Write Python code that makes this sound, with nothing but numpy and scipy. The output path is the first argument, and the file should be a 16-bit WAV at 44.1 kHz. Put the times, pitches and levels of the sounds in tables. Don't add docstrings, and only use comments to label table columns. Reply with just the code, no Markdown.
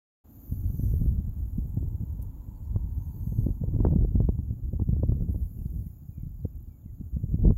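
import sys
import numpy as np
from scipy import signal
from scipy.fft import rfft, irfft, next_fast_len
from scipy.io import wavfile

SR = 44100
rng = np.random.default_rng(int(sys.argv[2]) if len(sys.argv) > 2 else 0)


def file_out(sig):
    cols = np.atleast_2d(sig).T
    lim = np.clip(cols, -1, 1)
    pcm = np.round(lim * 32767).astype(np.int16)
    wavfile.write(sys.argv[1], SR, pcm)


N = 333837


def from_db(db):
    return 10 ** (np.asarray(db) / 20)


def rms_one(x):
    return x / np.sqrt(np.mean(x ** 2) + 1e-20)


def in_time(rows):
    seconds, *columns = np.transpose(rows)
    return [np.interp(np.arange(N) / SR, seconds, column) for column in columns]


def at_hz(points, hz):
    point_hz, point_db = np.transpose(points)
    return np.interp(np.log(hz), np.log(point_hz), point_db)


def drift(rate):
    step = 20
    r = np.exp(-2 * np.pi * step * rate / SR)
    noise = rng.standard_normal(N // step + 2002)
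    slow = signal.lfilter([1], [1, -2 * r, r * r], noise)[2000:]
    return np.interp(np.arange(N) / step, np.arange(len(slow)), rms_one(slow))


def coloured(spectrum, size=N):
    room = next_fast_len(size)
    hz = np.maximum(np.arange(room // 2 + 1) * SR / room, 1)
    white = rfft(rng.standard_normal(room))
    return rms_one(irfft(white * from_db(at_hz(spectrum, hz)), room)[:size])


def body(x, modes):
    out = 0
    for hz, width, level_db in modes:
        r = np.exp(-np.pi * width / SR)
        b = (1 - r * r) / 2 * np.array([1, 0, -1])
        a = [1, -2 * r * np.cos(2 * np.pi * hz / SR), r * r]
        once = signal.lfilter(b, a, x + 1e-18)
        out = out + from_db(level_db) * signal.lfilter(b, a, once)
    return out


def add(track, s, piece):
    i = round(s * SR)
    track[i:i + len(piece)] += piece[:N - i]


def wind(lumps_db, fast_db, own_db):
    # time in seconds, relative bass level in dB, upper-band level above the bass in dB.
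    gusts = [(.24, -55, -18), (.46, -50.5, -14.5), (.53, -31, -24.5), (.95, -26, -22.5),
             (1.22, -25.5, -27.5), (1.3, -32.5, -28), (1.7, -31.5, -25.5), (2.05, -32, -23.5),
             (2.42, -41.5, -21), (2.8, -30, -28.5), (3.14, -36.5, -27), (3.46, -28.5, -20.5),
             (3.55, -36, -20.5), (3.64, -26, -19.5), (3.88, -27.5, -14), (4.06, -23, -15.5),
             (4.12, -29, -25), (4.24, -21.5, -22), (4.34, -35.5, -19.5), (4.5, -30, -22.5),
             (4.58, -35.5, -21.5), (4.9, -26.5, -22), (5.38, -30.5, -20), (5.5, -40.5, -21.5),
             (5.72, -32, -24), (6.0, -46, -21.5), (6.3, -39, -35.5), (6.7, -39, -22), (6.78, -51, -24),
             (6.87, -40, -26), (7.23, -33, -25), (7.31, -34.5, -23.5), (7.41, -24.5, -25.5),
             (7.48, -20.5, -17), (7.57, -26.5, -36)]
    # frequency in Hz, spectral weight in dB before the slope.
    base_spectrum = [(20, -19), (35, 6), (60, 5), (110, 2.5), (220, 0.5), (450, -10.5), (900, -18),
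                     (1500, -25)]
    cap_db = 2.5
    level_db, top_db = in_time(gusts)
    lumps = lumps_db * drift(18) + fast_db * drift(32)
    capped = np.where(lumps > 0, cap_db * np.tanh(lumps / cap_db), lumps)
    edges = 20 * 2 ** np.arange(0, 6.6, .5)
    white = rng.standard_normal((2, N))
    out = 0
    for k, (low, high) in enumerate(zip(edges, edges[1:])):
        band = signal.sosfilt(signal.butter(3, [low, high], "band", fs=SR, output="sos"), white[k % 2])
        hz = np.sqrt(low * high)
        height = max(np.log(hz / 80), 0) / np.log(300 / 80)
        shake_db = 0.86 * lumps + 1.4 * height * capped + own_db * drift(11)
        out = out + band * from_db(at_hz(base_spectrum, hz) + height * top_db + shake_db)
    return signal.sosfilt(signal.butter(2, 900, fs=SR, output="sos"), out * from_db(level_db + 21.0))


def buffets():
    # time in seconds, relative level in dB, bass above that in dB, treble above that in dB.
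    bursts = [(0.519, -37.5, 14.5, -30), (0.793, -35.5, 12, -31), (.935, -33, 11, -40),
              (1.014, -26, 8.5, -28), (1.057, -36.5, 14.5, -32.5), (1.581, -43, 22, -44),
              (1.77, -29, 10, -19), (1.825, -32, -1, -30), (2.031, -47.5, 22.5, -40), (2.483, -53, 22, -30),
              (2.758, -30, 14, -7.5), (3.27, -42.5, 21.5, -40), (3.321, -35.5, 12.5, -25),
              (3.385, -38, 22.5, -32), (3.462, -22.5, 4.5, -24.5), (3.484, -28, 3.5, -31),
              (3.501, -36, 12, -33), (3.611, -34.5, 13, -33.5), (3.635, -29, 8, -21), (3.76, -36, 13, -28),
              (3.786, -32, 11.5, -26), (3.801, -16, -5, -18), (3.847, -13.5, 0.5, -6), (3.864, -19, 2, -14),
              (3.883, -30, 4, -10), (3.904, -34, 3, -11.5), (3.924, -27, 7, -21.5), (3.933, -24.5, 4, -16),
              (3.957, -21, 7.5, -13), (3.983, -28, 4, -28.5), (4.006, -28, 7, -23), (4.021, -27.5, 5, -24),
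              (4.045, -24, -2, -23.5), (4.152, -24, 11.5, -22), (4.2, -21.5, 7.5, -19),
              (4.216, -33, 8, -16), (4.286, -21, 6.5, -19), (4.385, -34.5, 12.5, -14),
              (4.505, -39.5, 16.5, -39), (4.73, -34.5, 13.5, -45), (4.795, -31, 9.5, -11.5),
              (4.81, -35.5, 7.5, -13.5), (4.818, -29, 10.5, -27.5), (4.887, -32.5, 16, -19),
              (4.926, -39, 22.5, -26), (4.962, -32.5, -5, -18.5), (5.03, -21, 0, -18),
              (5.089, -28, 13, -24.5), (5.117, -27, 3.5, -14), (5.203, -36.5, 11, -24),
              (5.218, -35.5, 11.5, -26.5), (5.289, -45, 15, -32), (5.342, -33, -8.5, -23),
              (5.356, -32.5, 5.5, -24), (5.655, -41.5, 20, -34), (5.863, -53, 25, -35),
              (6.088, -54.5, 25, -36), (6.179, -52.5, 23.5, -33), (6.23, -53, 24.5, -38),
              (6.265, -52.5, 25.5, -27), (6.448, -26, 4, -24), (6.857, -50, 18, -41),
              (7.007, -46, 16.5, -41), (7.164, -38.5, 17, -42.5), (7.237, -30, 10, -40.5),
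              (7.338, -33, 16, -42.5), (7.387, -34, 11.5, -37.5), (7.441, -22.5, 4, -30),
              (7.45, -17, 4.5, -23), (7.469, -24.5, 9, -18.5), (7.487, -34, 12.5, -22),
              (7.498, -25, 13, -16), (7.503, -20.5, -6, -11), (7.518, -36, 13, -24)]
    out = np.zeros(N)
    sharp, slow = puff(0.003994, 0.00909), puff(0.01609, 0.02185)
    for s, peak_db, bass_db, treble_db in bursts:
        edge = [(120, -5), (260, 5.5), (500, -6.0), (1000, treble_db - 7.5),
                (1800, 2.0 * treble_db - 27.5), (3500, -89.5)]
        thump = [(25, -15.5), (55, 5.0), (130, 1.5), (250, -10), (600, -74.5)]
        sharp_part = eddy(edge, np.sqrt(sharp), churn=1.3, churn_hz=900)
        bass_part = eddy(thump, np.sqrt(slow), churn=0.8, churn_hz=300)
        add(out, s - .0005, from_db(peak_db - 5.0) * sharp_part)
        add(out, s - .012, from_db(peak_db + bass_db - 4.5) * bass_part)
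    return signal.sosfilt(signal.butter(6, 2500, fs=SR, output="sos"), out + 1e-18)


def eddy(spectrum, shape, churn, churn_hz):
    hz = np.maximum(np.arange(2049) * SR / 4096, 1)
    pulse = irfft(from_db(at_hz(spectrum, hz)) * np.exp(2j * np.pi * rng.random()))
    pulse = np.roll(pulse, np.argmax(shape))[:len(shape)]
    noise = coloured(spectrum, size=2 * len(shape))
    noise = signal.lfilter(*signal.butter(1, churn_hz, fs=SR), noise)[len(shape):]
    return even(even(pulse, shape) + churn * noise * shape, shape)


def even(burst, shape):
    return rms_one(burst * shape) * np.sqrt(np.mean(shape ** 2))


def puff(rise_s, fall_s):
    up, down = np.hanning(2 * int(rise_s * SR)), np.hanning(2 * int(fall_s * SR))
    return np.r_[up[:len(up) // 2], down[len(down) // 2:]]


def snap():
    # time in seconds, decay time in seconds, relative level in dB.
    cracks = [(2.2208, .0006, -38), (2.2255, .0016, -38.5)]
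    burst = np.zeros(N)
    age = np.arange(4000) / SR
    for s, decay_s, level_db in cracks:
        add(burst, s, from_db(level_db) * (np.exp(-age / decay_s) + 0.1 * np.exp(-age / 0.019)))
    stem = [(4000, 2000, -22), (6800, 1500, -14), (11500, 3000, -3), (14000, 3500, 0)]   # Hz, width Hz, dB
    return body(burst * rng.standard_normal(N), stem)


def insects():
    # time in seconds, chorus level in dB.
    chorus_level = [(.24, -70), (1.5, -67), (2.3, -67.5), (4, -68), (5, -70.5), (5.6, -67), (6.5, -70.5),
                    (7.57, -68)]
    # frequency in Hz, spectral weight in dB.
    chorus_spectrum = [(3290, -39), (5600, -21.5), (6100, -21), (6290, -16), (6480, -5.5), (6970, 0),
                       (7440, -5.5), (7560, -17.5), (7830, -21.5), (9020, -24), (10200, -17), (10800, -4),
                       (12600, 2.5), (13700, 3.5), (15600, 0)]
    # start, rise, hold and fall in seconds, relative level in dB.
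    first_swell, first_again = [(.22, 0.26, 0.44, 0.25, -67)], [(2.82, 0.4, 0.2, 0.22, -69.5)]
    second_bouts, rattle_bouts = [(.45, 0.44, 0.19, 0.11, -78), (1.32, 0.062, 0.22, 0.17, -85),
                                  (5.25, 0.093, .52, .14, -80)], [(1.35, .53, .03, .07, -83),
                                                    (2.25, .32, .03, .12, -86.5),
                                                    (2.97, .33, .03, .16, -82)]
    # frequency in Hz, width in Hz, level in dB, in places a glide in Hz per second.
    first_modes, again_modes, second_modes = [(4550, 650, -22), (6100, 550, -17), (6770, 790, -12),
                                              (11600, 750, -1), (13560, 700, 5, -750), (15000, 1000, -4.5)], [(4490, 600, -20), (6460, 500, -10.5),
                                                                (11500, 450, -2.5), (12100, 1200, -6),
                                                                (13170, 700, -3.5), (14200, 550, 0.5),
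                                                                (15300, 700, -7)], [(5200, 2200, -21),
                                                                                  (9900, 1000, -9),
                                                                                  (10900, 1600, -6),
                                                                                  (12600, 1800, 0),
                                                                                  (13600, 1500, -4),
                                                                                  (14900, 1800, -5)]
    buzzer_hz, strokes_per_s = 7750, 150
    chorus = from_db(in_time(chorus_level)[0] + 1.0 * drift(120)) * coloured(chorus_spectrum)
    stroke_rate = strokes_per_s * (1 + 0.074 * drift(5.1))
    strokes = np.sin(np.pi * np.cumsum(stroke_rate) / SR) ** 4
    buzz = rms_one(body(strokes * rng.standard_normal(N), [(buzzer_hz, 600, 0)]))
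    first = cicada(first_swell, first_modes, level_db=9.0)
    first = first + cicada(first_again, again_modes, level_db=7.0)
    second = cicada(second_bouts, second_modes, level_db=12.5)
    return chorus + first + second + swells(rattle_bouts) * buzz


def cicada(bouts, modes, level_db):
    wander_hz, strays_above_hz = 150, 11000
    start, rise, hold = bouts[0][:3]
    age = np.arange(N) / SR - start - rise - hold / 2
    out = 0
    for hz, width, mode_db, *glide in modes:
        ribs = clicks(8100, spread_db=4.5)
        voice = from_db(2.3 * drift(5.1)) * body(ribs, [(hz, width, mode_db)])
        shift_hz = wander_hz * drift(1.5) + sum(glide) * np.clip(age, -1, 1)
        if hz > strays_above_hz:
            analytic = signal.hilbert(voice, next_fast_len(N))[:N]
            voice = (analytic * np.exp(2j * np.pi * np.cumsum(shift_hz) / SR)).real
        out = out + voice
    return swells(bouts) * from_db(level_db) * rms_one(out)


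def clicks(per_s, spread_db):
    happens = rng.random(N) < per_s / SR
    return happens * from_db(spread_db * rng.standard_normal(N)) * rng.choice([-1, 1], N)


def swells(bouts):
    t, gain = np.arange(N) / SR, 0
    for s, rise, hold, fall, db in bouts:
        gain = gain + from_db(db) * np.interp(t - s, np.cumsum([0, rise, hold, fall]), [0, 1, 1, 0])
    return gain


def katydid():
    # start in seconds, number of ticks, first gap in seconds.
    tick_bouts = [(.3093, 85, .023175), (4.6584, 86, .02298)]
    bout_db = [-44, -44]
    # weakening in dB, times the squared distance from the loudest tick in half bouts.
    bout_fade_db = [2.7, 5]
    # resonance in Hz, width in Hz, level in dB.
    wing_modes = [(13600, 1200, 0), (15000, 1500, -7), (12300, 900, -9)]
    gap_growth_s = 1.1e-5
    strokes = np.zeros(N)
    for (s, ticks, gap), level_db, fade_db in zip(tick_bouts, bout_db, bout_fade_db):
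        number = np.arange(ticks)
        times = s + gap * number + gap_growth_s * number ** 2 / 2
        for at, place in zip(times, 2 * number / ticks - 1):
            size_db = level_db - fade_db * (place - .25) ** 2 + 1.2 * rng.standard_normal()
            add(strokes, at - .0008, from_db(size_db) * np.hanning(110))
            add(strokes, at - .0075, from_db(size_db - 13.0) * np.hanning(200))
    wing = body(strokes * rng.choice([-1, 1], N), wing_modes)
    return signal.sosfilt(signal.butter(4, 11500, "high", fs=SR, output="sos"), wing)


def whistles():
    # start in seconds, chirps, gap in seconds, pitch in Hz, chirp length in seconds.
    cricket_bouts = [(2.545, 4, .079, 4490, .042), (5.025, 8, .0905, 4620, .017)]
    # start in seconds, length in seconds, start, middle and end pitch in Hz, level in dB before flutter.
    bird_notes = [(.645, .035, 4800, 4500, 4200, -80), (2.651, 0.038, 5100, 5700, 5250, -83),
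                  (5.18, 0.045, 5600, 5950, 5650, -80), (5.565, .07, 2900, 2740, 2650, -85),
                  (5.785, .08, 6300, 4700, 3700, -88.5), (5.85, 0.061, 2300, 2070, 1900, -87),
                  (6.12, 0.12, 2480, 2340, 2120, -82), (6.18, .07, 3100, 2300, 1900, -88),
                  (6.375, .085, 5700, 4300, 3400, -92), (6.51, 0.075, 3200, 2250, 1800, -89),
                  (6.685, .1, 2480, 2280, 2200, -84), (6.81, 0.065, 3800, 2950, 2150, -91),
                  (6.865, .05, 2200, 2000, 1850, -85), (6.93, .1, 5700, 4200, 3500, -97),
                  (7.13, .1, 3800, 2500, 1850, -92)]
    cricket_db, uneven_db = -87, 2.5
    sag = .008
    notes = list(bird_notes)
    for s, chirps, gap, tone, length in cricket_bouts:
        for k in range(chirps):
            chirp_db = rng.normal(cricket_db, uneven_db)
            notes.append((s + gap * k, length, (1 + sag) * tone, tone, (1 - sag) * tone, chirp_db))
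    out = np.zeros(N)
    for s, length, start_hz, middle_hz, end_hz, peak_db in notes:
        part = np.linspace(0, 1, max(int(length * SR), 50))
        hz = np.polyval(np.polyfit([0, .5, 1], [start_hz, middle_hz, end_hz], 2), part)
        envelope = np.sqrt(np.abs(np.sin(np.pi * part)))
        add(out, s, from_db(peak_db) * envelope * np.sin(2 * np.pi * np.cumsum(hz) / SR))
    return out * from_db(3.5 * drift(60))


def twitter(notes, level_db):
    out = np.zeros(N)
    for when, pitch, fall, long, loud in rng.random((notes, 5)):
        part = np.linspace(0, 1, int((.012 + .02 * long) * SR))
        hz = (5700 - 2900 * pitch ** 4) * (1 - (.05 + .2 * fall) * part)
        note = np.sin(np.pi * part) * np.sin(2 * np.pi * np.cumsum(hz) / SR)
        add(out, 6.72 - 3.2 * when ** 1.3, from_db(level_db + 9 * loud) * note)
    return out


def traffic():
    # time in seconds, rumble level in dB, tyre roar level in dB, centre of the roar in Hz.
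    course = [(.24, -57.5, -79, 790), (1.0, -56, -85, 804.3), (1.7, -59, -73.5, 845), (2.4, -58, -70, 915),
              (3.0, -58.5, -69.5, 899), (3.7, -61, -74, 900), (4.5, -63, -82, 841), (7.57, -64, -89, 816)]
    # frequency in Hz, spectral weight in dB.
    rumble_spectrum = [(130, -16.5), (270, 3.5), (400, -15.5), (620, -17.5), (900, -25), (1250, -28),
                       (1800, -37), (2200, -41), (3500, -42), (5500, -47), (7000, -71.5)]
    rumble_db, roar_db, roar_hz = in_time(course)
    low_noise = signal.sosfilt(signal.butter(2, 80, fs=SR, output="sos"), rng.standard_normal((2, N)))
    phase = 2 * np.pi * np.cumsum(roar_hz) / SR
    roar = rms_one(low_noise[0] * np.cos(phase) + low_noise[1] * np.sin(phase))
    rumble = from_db(rumble_db + 0.35 * drift(5)) * coloured(rumble_spectrum)
    return rumble + from_db(roar_db) * roar


def scene():
    air = wind(lumps_db=1.33, fast_db=2.5, own_db=2.5) + buffets()
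    air = .45 * np.tanh(air / .45)
    near = air + snap()
    singers = insects() + katydid() + whistles() + twitter(notes=300, level_db=-98.5)
    return (near + singers + traffic())[None]


def record(dry):
    start_s, opening_s, cutoff_hz = 0.2396, 0.0055, 15790
    opened = dry * np.clip((np.arange(N) / SR - start_s) / opening_s, 0, 1)
    opened = signal.sosfilt(signal.butter(2, 32, "high", fs=SR, output="sos"), opened)
    return signal.sosfilt(signal.ellip(12, .5, 70, cutoff_hz, fs=SR, output="sos"), opened)


dry = scene()
out = record(dry)
file_out(out)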